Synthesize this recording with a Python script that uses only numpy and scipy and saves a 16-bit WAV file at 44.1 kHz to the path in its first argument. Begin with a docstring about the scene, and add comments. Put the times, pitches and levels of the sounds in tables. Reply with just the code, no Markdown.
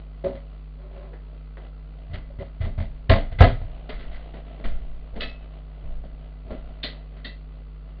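"""Two wall cupboard doors are nudged and banged shut in a small tiled kitchen; their panels thump and ring.
Before that, things knock and slide on a shelf. Afterwards things are handled on the counter, and a glass
and a utensil clink. Steps make the floor rumble, a shirt rustles and slams rock the microphone's support.
The microphone hums with the mains and misses the high treble. The hardest slam clips with a brief crunch."""
import sys
import numpy as np
from scipy import signal
from scipy.fft import rfft, irfft
from scipy.io import wavfile

SR = 44100
rng = np.random.default_rng(int(sys.argv[2]) if len(sys.argv) > 2 else 0)


def store_pcm(level_fs):
    """Save levels as 16-bit WAV."""
    pcm = np.round(np.clip(level_fs, -1, 1) * 32767).astype(np.int16)
    wavfile.write(sys.argv[1], SR, np.atleast_2d(pcm).T)


N = 352800
T = np.arange(N) / SR
AGE = T[:SR]  # seconds since a blow
TAP_S = .01  # length of a plain tap
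BAND_HZ = 4500  # top of the microphone's range

# Mains hum. Each row: multiple of the mains frequency, level in dB.
HUM = [(1, -38), (3, -50.5), (5, -60)]
# Body movements, and pushes along the shelf. Each row: start in seconds, length in seconds, level in dB.
BODY_MOVES = [(.9, 3.8, -64.5), (3.5, 1.24, -53), (4.5, 1.92, -58), (6.2, 0.96, -57.5)]
PUSHES = [(.76, 0.14, -51.5), (.9, 0.2, -47)]
# Knocks on wood. Each row: start in seconds, wood level in dB, click level in dB, contact in seconds.
SHELF_KNOCKS = [(.238, -25.5, -48.5, 0.0023), (.252, -27, -69, 0.0044), (.341, -43, -53.5, 0.014),
                (2.295, -51, -83, .008), (2.383, -37, -50.5, 0.02)]
COUNTER_KNOCKS = [(3.889, -38, -38.5, 0.0041), (3.985, -50.5, -48.5, 0.045), (4.11, -57, -50, 0.05),
                  (4.336, -44.5, -53.5, .0036), (4.59, -45, -61.5, 0.0083), (4.637, -37.5, -40, 0.0079),
                  (5.153, -38, -48.5, 0.019), (6.036, -46, -61.5, 0.0042), (6.446, -49, -66, 0.069),
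                  (6.504, -35.5, -53, 0.005), (7.162, -52.5, -56, .006)]
# Bumps on a container. Each row: start in seconds, level in dB, contact in seconds.
CONTAINER_KNOCKS = [(1.13, -47.5, .004), (1.568, -47, 0.0069)]
# Door blows. Each row: start in seconds, thump, wood and latch levels in dB, contact in seconds,
# which door (0 or 1).
DOOR_BLOWS = [(2.094, -36, -51, -60, 0.049, 0), (2.13, -36.5, -43, -41.5, 0.016, 0),
              (2.6, -25, -43, -45, 0.027, 0), (2.637, -29, -39.5, -47, 0.017, 0),
              (2.775, -26, -39, -47.5, 0.01, 0), (2.8, -30, -41, -46, 0.0037, 0),
              (3.092, -12.5, -17, -22.5, 0.0093, 0), (3.148, -34.5, -28, -38, .006, 0),
              (3.312, -34.5, -45.5, -50.5, 0.0065, 1), (3.383, -28, -36.5, -33, .008, 1),
              (3.402, -5.5, -14.5, -21, 0.0083, 1), (3.428, -27.5, -20.5, -33, 0.0098, 1),
              (3.61, -33, -46, -63, .003, 1)]
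# First hard touch of a door's edge, the glass and the utensil. Each row: start in seconds, level in dB.
SNAPS = [(3.0969, -24), (5.2075, -31), (6.834, -41)]
# Footsteps. Each row: start in seconds, thud level in dB, rumble level in dB.
STEPS = [(3.93, -53, -28), (4.632, -43, -22), (5.124, -46, -34.5), (5.83, -45.5, -31.5), (6.506, -42, -36)]
# Clinks. Each row: start in seconds, ring and scrape levels in dB, contact in seconds,
# brightness in dB per octave.
GLASS_CLINKS = [(5.198, -33, -30, 0.03, -1.5)]
UTENSIL_CLINKS = [(6.828, -32, -27.5, 0.0042, 5.5), (7.241, -38.5, -39.5, 0.011, -3.0)]

# Modes, the tones a struck thing rings with.
# Each row: pitch in Hz, relative level in dB, seconds to fade by 60 dB.
SHELF_MODES = [(175, -12, .16), (213, -9, .15), (255, -13, .16), (380, 0, .15), (554, 2, .24),
               (585, -4, .16), (665, -12, .13), (1020, -21, .15)]
FIRST_DOOR_MODES = [(165, -10, .3), (214, -5, .3), (252, -15, .35), (296, -11, .3), (393, -9, .25),
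                    (490, -12, .25), (552, -3, .24), (630, -1, .2), (668, 3, .22), (1060, -9, .18),
                    (1660, -17, .22)]
SECOND_DOOR_MODES = [(160, -13, .22), (252, -14, .3), (320, -15, .18), (392, -12, .2), (503, -9, .22),
                     (554, -7, .17), (660, -5, .16), (701, 3, .18), (772, -14, .2), (1010, -14, .17),
                     (1277, -17, .25), (1660, -18, .22)]
COUNTER_MODES = [(211, 5, 0.11), (253.5, -10, 0.41), (396, 3, 0.057), (440.7, -4.5, 0.2), (574, -7, 0.24),
                 (675, -5, 0.11), (1370, -22, 0.61)]
GLASS_MODES = [(1292, -11, .32), (1760, -5, .15), (1954, -9, .34), (2169, -9, .22), (2600, 0, .44),
               (3338, -4, .16), (3650, -3, .12), (4032, 1, .23), (4550, -4, .15), (5399, 6, .48)]
UTENSIL_MODES = [(1870, -4, .13), (1965, -1, .23), (2680, -7, .38), (3240, -6, .2), (3607, -1, .24),
                 (3740, -1, .18), (3970, 1, .24), (4165, 0, .2), (4400, -3, .17)]

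# The tone colour of each noise. Each row: frequency in Hz, relative level in dB.
HISS_COLOUR = [(22, 18), (45, -11.5), (80, 5), (130, 5), (300, -6), (450, 0.5), (680, -15), (950, -11),
               (1300, -8), (1700, -18), (2600, -16.5), (4000, -22), (5000, -13)]
CLOTH_COLOUR = [(120, 2.5), (260, 0), (450, -4.5), (660, 5), (900, -10.5), (1400, -13.5), (2100, -17),
                (3000, -12.5), (5000, -27.5)]
CLICK_COLOUR = [(400, -22), (900, -6.5), (1350, 0.5), (1700, 0), (2050, 3.5), (2500, -5.5), (3200, -1.5),
                (4200, -8.5), (5200, -2)]
SCRAPE_COLOUR = [(600, -25), (1300, -9.5), (1900, -3.5), (2400, -5.5), (3300, 1.5), (4100, -7.5),
                 (5200, 3.5)]
FLOOR_COLOUR = [(12, 1), (30, -7), (60, -23.5), (300, -90.5)]
# Modes so crowded that they sound like noise. Each row: frequency in Hz, relative level in dB.
WOOD_COLOUR = [(90, -23), (160, 1), (250, 5.5), (330, -4.5), (480, -3), (660, 5), (830, -20), (1100, -26),
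               (1500, -24.5), (2500, -40.5)]
CONTAINER_COLOUR = [(350, 3), (700, 3.5), (950, -9.5), (1400, -6.5), (1750, -5), (2300, -16.5), (4500, -25)]
PANEL_COLOUR = [(115, -5), (165, -4.5), (240, 1.5), (330, -12), (480, -6.5), (660, 3), (830, -9),
                (1100, -19), (1500, -20.5), (2500, -32.5)]


def undb(db):
    """Turn decibels into a gain."""
    return 10 ** (np.asarray(db) / 20)


def fade(t60, hold_s=0):
    """Stay level for hold_s seconds, then fall 60 dB every t60 seconds."""
    return np.exp(-np.log(1000) * np.maximum(AGE - hold_s, 0) / t60)


def onset(rise_s):
    """Rise smoothly from silence."""
    return 1 - np.exp(-(AGE / rise_s) ** 2)


def at_level(x, db):
    """Scale a sound so that its first 40 ms have this average (rms) level."""
    head = x[:SR // 25]
    return x * undb(db) / np.sqrt(np.mean(head ** 2))


def noise(colour, size):
    """Noise of strength 1 with the given colour, falling away at both ends."""
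    hz, db = np.transpose(colour)
    f = np.maximum(np.fft.rfftfreq(size, 1 / SR), 1)
    gain = undb(np.interp(np.log(f), np.log(hz), db))
    gain *= np.minimum(f / hz[0], 1) ** 2 / (1 + (f / (2 * BAND_HZ)) ** 10)
    x = irfft(rfft(rng.standard_normal(size)) * gain, size)
    return x / x.std()


def add(out, start_s, x):
    """Mix x into out at the given time."""
    i = int(start_s * SR)
    out[i:i + len(x)] += x[:N - i]


def resonate(modes, x, width_hz):
    """Let x set an object's modes sounding."""
    return sum(undb(db) * signal.lfilter(*signal.iirpeak(hz, hz / width_hz, fs=SR), x)
               for hz, db, _ in modes)


def gestures(table, attack_s, release_s):
    """Strength of hand or body movements: each swells, holds and dies away."""
    out = np.zeros(N)
    for start_s, length_s, db in table:
        swell = np.clip((T - start_s) / attack_s, 0, 1)
        release = np.clip((start_s + length_s - T) / release_s + .5, 0, 1)
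        out += undb(db) * swell * release
    return out


def shirt_rustle(still_db=-61.5):
    """A shirt's folds rustle unevenly, more so when the body moves."""
    folds_db = 3.4 * np.interp(T, np.linspace(0, T[-1], 160), rng.standard_normal(160))
    motion = np.hypot(undb(still_db), gestures(BODY_MOVES, attack_s=0.33, release_s=0.47))
    return noise(CLOTH_COLOUR, N) * motion * undb(folds_db)


def background(mains_hz=50, hiss_db=-54, flutter_hz=62.5):
    """Mains hum, plus faint hiss and rustle that share a quick, even flutter."""
    hum = sum(np.sqrt(2) * undb(db) * np.cos(2 * np.pi * round(k) * mains_hz * T) for k, db in HUM)
    rustle = shirt_rustle()
    hiss = noise(HISS_COLOUR, N) * undb(hiss_db)
    flutter = 1 + 0.35 * np.sin(2 * np.pi * flutter_hz * T)
    return hum + (hiss + rustle) * flutter


def ring(modes, contact_s, partner_gain=1.0, split_hz=9, build_cycles=3.1):
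    """Modes swell during contact, the low ones last; each wavers against a partner close in pitch."""
    out = 0
    for hz, db, t60 in modes:
        phase, partner_phase = rng.uniform(0, 2 * np.pi, 2)
        partner_hz = hz + split_hz * rng.standard_normal()
        tone = np.sin(2 * np.pi * hz * AGE + phase)
        partner = partner_gain * np.sin(2 * np.pi * partner_hz * AGE + partner_phase)
        rise_s = build_cycles / hz + 0.62 * contact_s
        out += undb(db) * (tone + partner) * fade(t60, contact_s / 2) * onset(rise_s)
    return out


def clatter(colour, contact_s, t60, room_db, room_t60=0.37, grain_db=4.5):
    """Touching surfaces feed crowded modes in uneven grains; the room adds a smooth tail."""
    grains = undb(grain_db * np.repeat(rng.standard_normal(SR // 63), 63))
    direct = noise(colour, SR) * grains * fade(t60, contact_s) * onset(.0015 + 0.38 * contact_s)
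    room = noise(colour, SR) * fade(room_t60, contact_s) * onset(0.005)
    return direct + undb(room_db) * room


def thump(low_hz=86, high_hz=108):
    """A whole board flexes for a few cycles and sets the small room booming."""
    flex = np.sin(2 * np.pi * low_hz * AGE) + undb(-7) * np.sin(2 * np.pi * high_hz * AGE)
    boom = undb(-9) * noise([(50, -2.5), (80, -7.0), (115, -2.5), (170, -28.5), (600, -65.0)], SR)
    return flex * onset(0.0071) * fade(0.14, hold_s=0.017) + boom * onset(0.024) * fade(0.33)


def with_thump(table, offset_db, db_per_doubling=8.5):
    """Give each knock a thump level: a harder or longer push flexes the board more."""
    blows = []
    for start_s, wood_db, click_db, contact_s in table:
        thump_db = wood_db + offset_db + db_per_doubling * np.log2(contact_s / TAP_S)
        blows.append((start_s, thump_db, wood_db, click_db, contact_s))
    return blows


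def knocks(blows, modes, colour, clatter_db, t60, room_db, soft_tilt):
    """Each blow flexes a board and rings its modes under a short click."""
    out = np.zeros(N)
    hardest_db = max(row[2] for row in blows)
    for start_s, thump_db, wood_db, click_db, contact_s in blows:
        # a gentler blow is a softer push, which favours the low modes
        tilt = soft_tilt * (wood_db - hardest_db)
        struck = [(hz, db + tilt * np.log2(hz / modes[0][0]), decay) for hz, db, decay in modes]
        wood = at_level(ring(struck, contact_s), 0)
        wood += at_level(clatter(colour, contact_s, t60, room_db), clatter_db)
        click = at_level(clatter(CLICK_COLOUR, contact_s, t60, room_db), click_db)
        add(out, start_s, at_level(thump(), thump_db) + at_level(wood, wood_db) + click)
    return out


def shelf_knocks():
    """Things set down or bumped make the shelf knock hollowly."""
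    blows = with_thump(SHELF_KNOCKS, offset_db=-7)
    return knocks(blows, SHELF_MODES, WOOD_COLOUR, clatter_db=-5.5, t60=0.3, room_db=-7, soft_tilt=0.062)


def shelf_slide():
    """Something pushed along the shelf grips and slips, keeping the wood sounding."""
    slips = rng.standard_normal(N) ** 3  # cubing makes a few slips stand out
    wood = resonate(SHELF_MODES, slips, width_hz=14)
    return wood / wood.std() * gestures(PUSHES, attack_s=0.072, release_s=0.094)


def container():
    """A light container bumped in the cupboard gives a short, dry tock."""
    out = np.zeros(N)
    for start_s, db, contact_s in CONTAINER_KNOCKS:
        tock = clatter(CONTAINER_COLOUR, contact_s, t60=0.12, room_db=-7)
        add(out, start_s, at_level(tock, db))
    return out


def doors():
    """Two doors bump and bang against the wooden cupboard and rattle their latches."""
    out = np.zeros(N)
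    for door, modes in enumerate([FIRST_DOOR_MODES, SECOND_DOOR_MODES]):
        blows = [row[:-1] for row in DOOR_BLOWS if round(row[-1]) == door]
        out += knocks(blows, modes, PANEL_COLOUR, clatter_db=-3, t60=0.21, room_db=-6, soft_tilt=0.33)
    return out


def support_sway(sway_hz=28, offset_db=-6.5, limit_db=-19.5):
    """The microphone's support rocks after each door blow."""
    out = np.zeros(N)
    sway = np.sin(2 * np.pi * sway_hz * AGE) * onset(TAP_S) * fade(0.87)
    for start_s, thump_db, *_ in DOOR_BLOWS:
        add(out, start_s, at_level(sway, min(thump_db + offset_db, limit_db)))
    return out


def snaps():
    """The hardest contacts arrive as a bright crack ahead of the room's echo."""
    out = np.zeros(N)
    for start_s, db in SNAPS:
        add(out, start_s, at_level(noise(SCRAPE_COLOUR, SR) * fade(0.016), db))
    return out


def counter_knocks(lag_s=.006):
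    """Things knock on the counter, or scrape if the contact is long; whatever clinks knocks on it too."""
    blows = with_thump(COUNTER_KNOCKS, offset_db=-22.5)
    for start_s, ring_db, _, contact_s, _ in GLASS_CLINKS + UTENSIL_CLINKS:
        thump_db, wood_db, click_db = ring_db - 23, ring_db - 6, ring_db - 14
        blows.append((start_s + lag_s, thump_db, wood_db, click_db, contact_s))
    return knocks(blows, COUNTER_MODES, WOOD_COLOUR, clatter_db=4, t60=0.2, room_db=1, soft_tilt=0.095)


def footsteps():
    """Soft steps: a dull knock of the heel over a thud of the floor."""
    out = np.zeros(N)
    for start_s, thud_db, _ in STEPS:
        heel = clatter(WOOD_COLOUR, contact_s=.02, t60=0.39, room_db=-4)
        add(out, start_s, at_level(thump(), thud_db) + at_level(heel, thud_db - 6))
    return out


def floor_rumble():
    """The floor rumbles under the weight of each step."""
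    out = np.zeros(N)
    for start_s, _, db in STEPS:
        add(out, start_s, undb(db) * noise(FLOOR_COLOUR, SR) * onset(TAP_S) * fade(0.87, hold_s=0.14))
    return out


def clinks(table, modes, room_db, echo_db, t60=0.26):
    """A hard object skids briefly and rings on; the tiled walls throw its tones back blurred."""
    out = np.zeros(N)
    for start_s, ring_db, scrape_db, contact_s, tilt in table:
        struck = [(hz, db + tilt * np.log2(hz / modes[0][0]), decay) for hz, db, decay in modes]
        blurred = resonate(struck, rng.standard_normal(SR), width_hz=60)
        echo = at_level(blurred * onset(0.005) * fade(t60, contact_s), echo_db)
        tones = at_level(ring(struck, contact_s, partner_gain=0.41, split_hz=14), 0)
        scrape = clatter(SCRAPE_COLOUR, contact_s, t60, room_db)
        add(out, start_s, at_level(tones + echo, ring_db) + at_level(scrape, scrape_db))
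    return out


def scene():
    """All the kitchen's sounds, mixed into one channel."""
    shelf = shelf_knocks() + shelf_slide()
    counter = counter_knocks()
    glass = clinks(GLASS_CLINKS, GLASS_MODES, room_db=-29, echo_db=-6.5)
    utensil = clinks(UTENSIL_CLINKS, UTENSIL_MODES, room_db=-18, echo_db=4)
    objects = doors() + shelf + container() + counter + glass + utensil + snaps()
    return (objects + footsteps() + floor_rumble() + support_sway() + background())[None]


def record(dry, casing_hz=2010, casing_width_hz=33, dulling_hz=5600, top_hz=16000):
    """The microphone's casing rings faintly and the high treble is lost.
    The loudest peaks are cut flat and the harsh edge is dulled."""
    casing = signal.lfilter(*signal.iirpeak(casing_hz, casing_hz / casing_width_hz, fs=SR), dry)
    narrow = signal.sosfilt(signal.butter(20, BAND_HZ, fs=SR, output="sos"), dry + 1.8 * casing)
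    clipped = np.clip(narrow, -1, 1)
    dulled = signal.lfilter(*signal.butter(1, dulling_hz, fs=SR), clipped)
    return signal.sosfilt(signal.ellip(8, .1, 70, top_hz, fs=SR, output="sos"), dulled)


dry = scene()
out = record(dry)
store_pcm(out)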